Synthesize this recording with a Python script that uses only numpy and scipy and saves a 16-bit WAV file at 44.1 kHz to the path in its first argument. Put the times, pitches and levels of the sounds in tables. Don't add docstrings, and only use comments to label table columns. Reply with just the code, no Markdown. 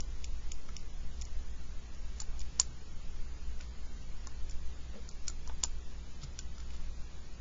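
import sys
import numpy as np
from scipy import signal
from scipy.fft import rfft, irfft
from scipy.io import wavfile
from scipy.ndimage import uniform_filter1d

SR = 44100
rng = np.random.default_rng(int(sys.argv[2]) if len(sys.argv) > 2 else 0)


def attenuation_scalar(level_db):
    decades = np.asarray(level_db, float) / 20
    return 10 ** decades


def int16_out(signal):
    q = np.round(np.clip(np.atleast_2d(signal).T, -1, 1) * 32767)
    wavfile.write(sys.argv[1], SR, q.astype(np.int16))


N = 326727

# (frequency [Hz], level [dB per Hz])
AIR_SPECTRUM = [(41, -43.5), (70, -4), (79, -10.5), (87, -10), (103, -14.5), (161, -15.5), (196, -20.5),
                (224, -21.5), (267, -25.5), (401, -27), (651, -33), (4020, -36.5), (7200, -35),
                (9360, -68.5), (15800, -120)]
# (frequency [Hz], level [dB per Hz])
RUMBLE_SPECTRUM = [(1.5, -52), (3.5, -39.5), (7, -50), (22, -48), (27, -69), (33, -70.5), (42, -57),
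                   (47, -68.5), (54, -58.5), (58, -67.5), (70, -84)]
# (time [s], length [s], peak level [dB], lowest frequency [Hz], highest frequency [Hz])
RUBS = [
    (2.255, 0.185, -53.5, 610, 1280),
    (3.587, 0.058, -50, 694, 5000),
    (4.922, 0.082, -42.5, 408, 553),
    (4.924, 0.046, -50.5, 713, 3213),
    (5.497, 0.039, -51, 760, 1110),
    (6.21, 0.05, -43.5, 3070, 5830),
    (6.727, 0.043, -51.5, 2536, 6010),
]
# (time [s], peak level [dB], pitch [Hz])
THUDS = [
    (2.272, -61, 446),
    (2.658, -52, 117),
    (4.27, -52, 119),
    (4.938, -48, 208),
    (5.471, -53.5, 247),
    (5.618, -55, 125.3),
    (6.221, -41.5, 135),
    (6.221, -47, 75),
]
# (time [s], peak level [dB], pitch [Hz])
KNOCKS = [(0.689, -40.5, 1300), (2.2, -42, 1230), (2.217, -41, 860), (2.5963, -27, 1052), (2.61, -45, 1120),
          (3.604, -44, 1450), (4.271, -37, 1053), (5.279, -39, 1380), (5.089, -48, 1366),
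          (5.298, -42, 1340), (5.475, -41, 970), (5.497, -34.5, 870), (5.6346, -31, 994), (5.646, -34, 920),
          (6.232, -44.5, 1300), (6.39, -42.5, 1524), (6.58, -46.5, 1360), (6.6, -47, 1330),
          (6.745, -48.5, 1280)]
# (multiple of the pitch [ratio], level [dB], share of the 60 dB decay time [ratio])
DESK_MODES = [(.3, -15.5, .5), (.55, -8.5, 0.78), (.8, -5.5, 0.8), (1.01, 5.5, 0.88), (1.3, -2, 0.66),
              (1.65, -4.5, 1)]
# (frequency [Hz], level [dB], 60 dB decay time [s])
CAP_MODES = [(5400, -4.5, 0.0078), (5810, -4.5, .007), (6450, -3.5, 0.0038), (6830, -8.5, 0.016),
             (7106, -5, .014)]
LOWER_CAP_MODES = [(4210, 2, 0.0049), (5140, -3, 0.0067)]
CASE_MODES = [(2498, 1, 0.0067), (2986, 1, 0.017), (3620, 15, 0.0072)]
# (time [s], cap peak level [dB], cap brightness [dB per octave])
ROCKER = [
    (0.0044, -28, -21),
    (0.2434, -24, 3),
    (0.5185, -25, -6),
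    (0.7663, -26, 0),
    (1.219, -30.5, 1),
    (4.4958, -37, -3.5),
]
# (time [s], cap peak level [dB], cap brightness [dB per octave], case level against cap [dB])
PRESSES = [
    (2.2013, -19.5, -0.5, -26),
    (2.598, -3.5, 19, -24),
    (5.281, -16.5, 7, -20),
    (5.6361, -9, -8, -16),
    (6.237, -35.5, -4, -18),
    (6.3898, -23, -16, -16.5),
]
# (time [s], cap peak level [dB])
TICKS = [(1.2132, -31.5), (1.252, -37.5), (1.9473, -45), (2.185, -45.5), (2.2178, -30), (2.3926, -37),
         (2.6114, -35), (4.2708, -30), (4.5097, -37), (5.0894, -30), (5.2708, -40), (5.2987, -33.5),
         (5.475, -35), (5.6449, -23.5), (6.2311, -39)]
# (time [s], cap peak level [dB], case level against cap [dB])
BRUSHES = [(0.6887, -49, -7), (2.4046, -36, -9), (2.415, -37, -9.5), (3.6094, -38.5, -3), (5.4964, -59, 12),
           (6.3967, -44.5, 0), (6.5813, -44, -5.5), (6.6017, -44.5, -5), (6.705, -45.5, -4.5),
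           (6.7402, -48.5, -11), (6.7637, -49.5, -3.5)]


def level(x, db):
    return x * attenuation_scalar(db) / np.sqrt(np.mean(x ** 2))


def band(x, lo_hz, hi_hz, order=2):
    return signal.sosfilt(signal.butter(order, [lo_hz, hi_hz], "band", fs=SR, output="sos"), x)


def coloured(points):
    hz, db = np.transpose(points)
    log_hz = np.log(np.fft.rfftfreq(N, 1 / SR) + 0.0042)
    gain = attenuation_scalar(np.interp(log_hz, np.log(hz), db, left=-200, right=db[-1]))
    return irfft(rfft(rng.standard_normal(N)) * gain, N)


def fade(t, t60):
    return np.exp(-np.log(1000) * t / t60)


def peak_one(x):
    return x / np.abs(x).max()


def add(out, s, y):
    i = max(int(s * SR), 0)
    out[i:i + len(y)] += y[:N - i]


def ring(modes, t, scatter, hz_scale=1, t60_scale=1, tilt_db=0):
    hz, db, t60 = np.transpose(modes)[:, :, None]
    pitch_scatter, level_scatter = scatter[:, :len(modes), None]
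    db = db + 0.75 * level_scatter + tilt_db * np.log2(hz / hz.min())
    tone = np.sin(2 * np.pi * hz * hz_scale * (1 + 0.012 * pitch_scatter) * t)
    return peak_one((attenuation_scalar(db) * tone * fade(t, t60 * t60_scale)).sum(axis=0))


def strike(body, force, lo_hz, hi_hz):
    return peak_one(band(signal.fftconvolve(body, force)[:len(body)], lo_hz, hi_hz, order=5))


def background():
    t = np.arange(N) / SR
    hiss = level(band(coloured(AIR_SPECTRUM), 96.5, 7300), -54)
    sway_db = -33 - 0.67 * t + 1.5 * np.cos(2 * np.pi * (t - 0.26) / 1.061)
    rumble = level(coloured(RUMBLE_SPECTRUM + [(76, -110)]), 0) * attenuation_scalar(sway_db)
    beat = 1 + 0.32 * np.cos(2 * np.pi * 0.919 * (t - 1.315))
    hum = level(beat * np.sin(2 * np.pi * 60.25 * t), -48)
    return hiss + rumble + hum


def room(x):
    room_t60_s, room_db = 0.17, -47
    t = np.arange(SR // 3) / SR
    tail = rng.standard_normal(len(t)) * 0.00052 ** (t / room_t60_s) * (t > 0.006)
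    return x + attenuation_scalar(room_db) * signal.fftconvolve(x, tail)[:N]


def rubs():
    out = np.zeros(N)
    for s, length_s, db, lo_hz, hi_hz in RUBS:
        grit = rng.standard_normal((2, 8192))
        unevenness = attenuation_scalar(3.6 * uniform_filter1d(grit[1], size=150) * np.sqrt(150))
        y = band(grit[0] * unevenness, lo_hz, hi_hz)
        n = int(length_s * SR)
        add(out, s, attenuation_scalar(db) * np.sqrt(np.hanning(n)) * y[:n] / np.std(y) / 3)
    return out


def thuds():
    out, t = np.zeros(N), np.arange(8192) / SR
    for s, db, hz in THUDS:
        t60 = 0.17 * (hz / 100) ** -0.89
        wobble = band(rng.standard_normal(8192), 1.0 * hz, 1.004 * hz)
        y = wobble * 0.00091 ** (t / t60) * (1 - np.exp(-t / 0.0029))
        add(out, s, attenuation_scalar(db) * peak_one(y))
    return out


def knocks():
    out, t = np.zeros(N), np.arange(4096) / SR
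    for s, db, hz in KNOCKS:
        y = ring(DESK_MODES, t, rng.standard_normal((2, 8)), hz, t60_scale=0.043)
        add(out, s, attenuation_scalar(db) * band(y, 180, 3500))
    return out


def snaps():
    rocker = [(s, db, -11.5, -28, tilt) for s, db, tilt in ROCKER]
    presses = [(s, db, case, -14, tilt) for s, db, tilt, case in PRESSES]
    ticks = [(s, db, -29, -16.5, -1) for s, db in TICKS]
    brushes = [(s, db, case, -7, 0) for s, db, case in BRUSHES]
    return sorted(rocker + presses + ticks + brushes)


def contact(noise, t, cap_db):
    slip_s = 0.00047 * attenuation_scalar(-0.4 * (cap_db + 19))
    force = 0.2 * noise * np.exp(-t / slip_s)
    force[0] = 1
    return force


def rattle(noise, grain_noise, t):
    grains = noise * attenuation_scalar(7.6 * uniform_filter1d(grain_noise, size=40) * np.sqrt(40))
    buzz = band(grains, 4300, 9400, order=4) + 0.35 * band(grains, 2300, 4700)
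    return buzz * fade(t, 0.089) * (1 - np.exp(-t / 0.001))


def keys():
    creak_s, creak_db, case_lead_s = 0.0049, -23.5, 0.0012
    out, t = np.zeros(N), np.arange(4096) / SR
    for s, cap_db, case_db, lower_db, tilt_db in snaps():
        scatter, shake = rng.standard_normal((3, 2, 8)), rng.standard_normal((4, 4096))
        force = contact(shake[0, :512], t[:512], cap_db)
        cap = strike(ring(CAP_MODES, t, scatter[0], tilt_db=tilt_db), force, 5250, 9500)
        lower = strike(ring(LOWER_CAP_MODES, t, scatter[2]), force, 4320, 5280)
        case = strike(ring(CASE_MODES, t, scatter[1]), force, 2100, 3554)
        crack = cap + attenuation_scalar(lower_db) * lower
        add(out, s - case_lead_s, attenuation_scalar(cap_db + case_db) * case)
        creak = band(shake[2], 4500, 13000) * (t < creak_s) * np.exp(-t / creak_s)
        add(out, s - creak_s, attenuation_scalar(cap_db + creak_db) * creak)
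        rattle_db = -27 - 0.17 * cap_db
        add(out, s, attenuation_scalar(cap_db) * (crack + attenuation_scalar(rattle_db) * rattle(shake[1], shake[3], t)))
    return out


def scene():
    return (room(keys() + knocks() + thuds() + rubs()) + background())[None]


def thin_out(x, size, gate_db, after_db, hold_s, top_hz):
    hz, _, z = signal.stft(x, SR, nperseg=size, noverlap=size * 3 // 4)
    power = uniform_filter1d(np.abs(z) ** 2, size=3, axis=0)
    power = uniform_filter1d(power, size=5, axis=1)
    power = np.repeat(power[1::3], 3, axis=0)[:len(hz) - 1]
    rows = len(power)
    treble = (np.abs(z[hz > 4000]) ** 2).sum(axis=0)
    click = np.clip(np.log10(treble / np.roll(treble, 4)) - 0.3, 0, 1) / 2
    memory = np.exp(-size / 4 / SR / hold_s)
    click = np.minimum(signal.lfilter([1], [1, -memory], click), 1)
    gate = np.median(power, axis=1)[:, None] * attenuation_scalar(2 * (gate_db + (after_db - gate_db) * click))
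    row_hz = hz[:rows, None]
    weak = (power < gate) & (row_hz > 1350) & (row_hz < top_hz)
    z[:rows] *= np.where(weak, 0.1, 1)
    return signal.istft(z, SR, nperseg=size, noverlap=size * 3 // 4)[1][:N]


def band_limit(x):
    return signal.sosfilt(signal.butter(12, 11600, fs=SR, output="sos"), x)


def record(dry):
    x = signal.sosfilt(signal.ellip(10, 0.5, 70, 7194, fs=SR, output="sos"), dry[0])
    x = thin_out(x, size=640, gate_db=-9, after_db=2, hold_s=0.025, top_hz=6600)
    x = thin_out(x, size=2560, gate_db=-1, after_db=-0.5, hold_s=0.11, top_hz=6230)
    mirror = x * np.cos(2 * np.pi * 16000 * np.arange(N) / SR)
    x = x + attenuation_scalar(-41) * band(mirror, 9500, 13000, order=3)
    offset = -0.0054
    return band_limit(x[None] + offset)


dry = scene()
out = record(dry)
int16_out(out)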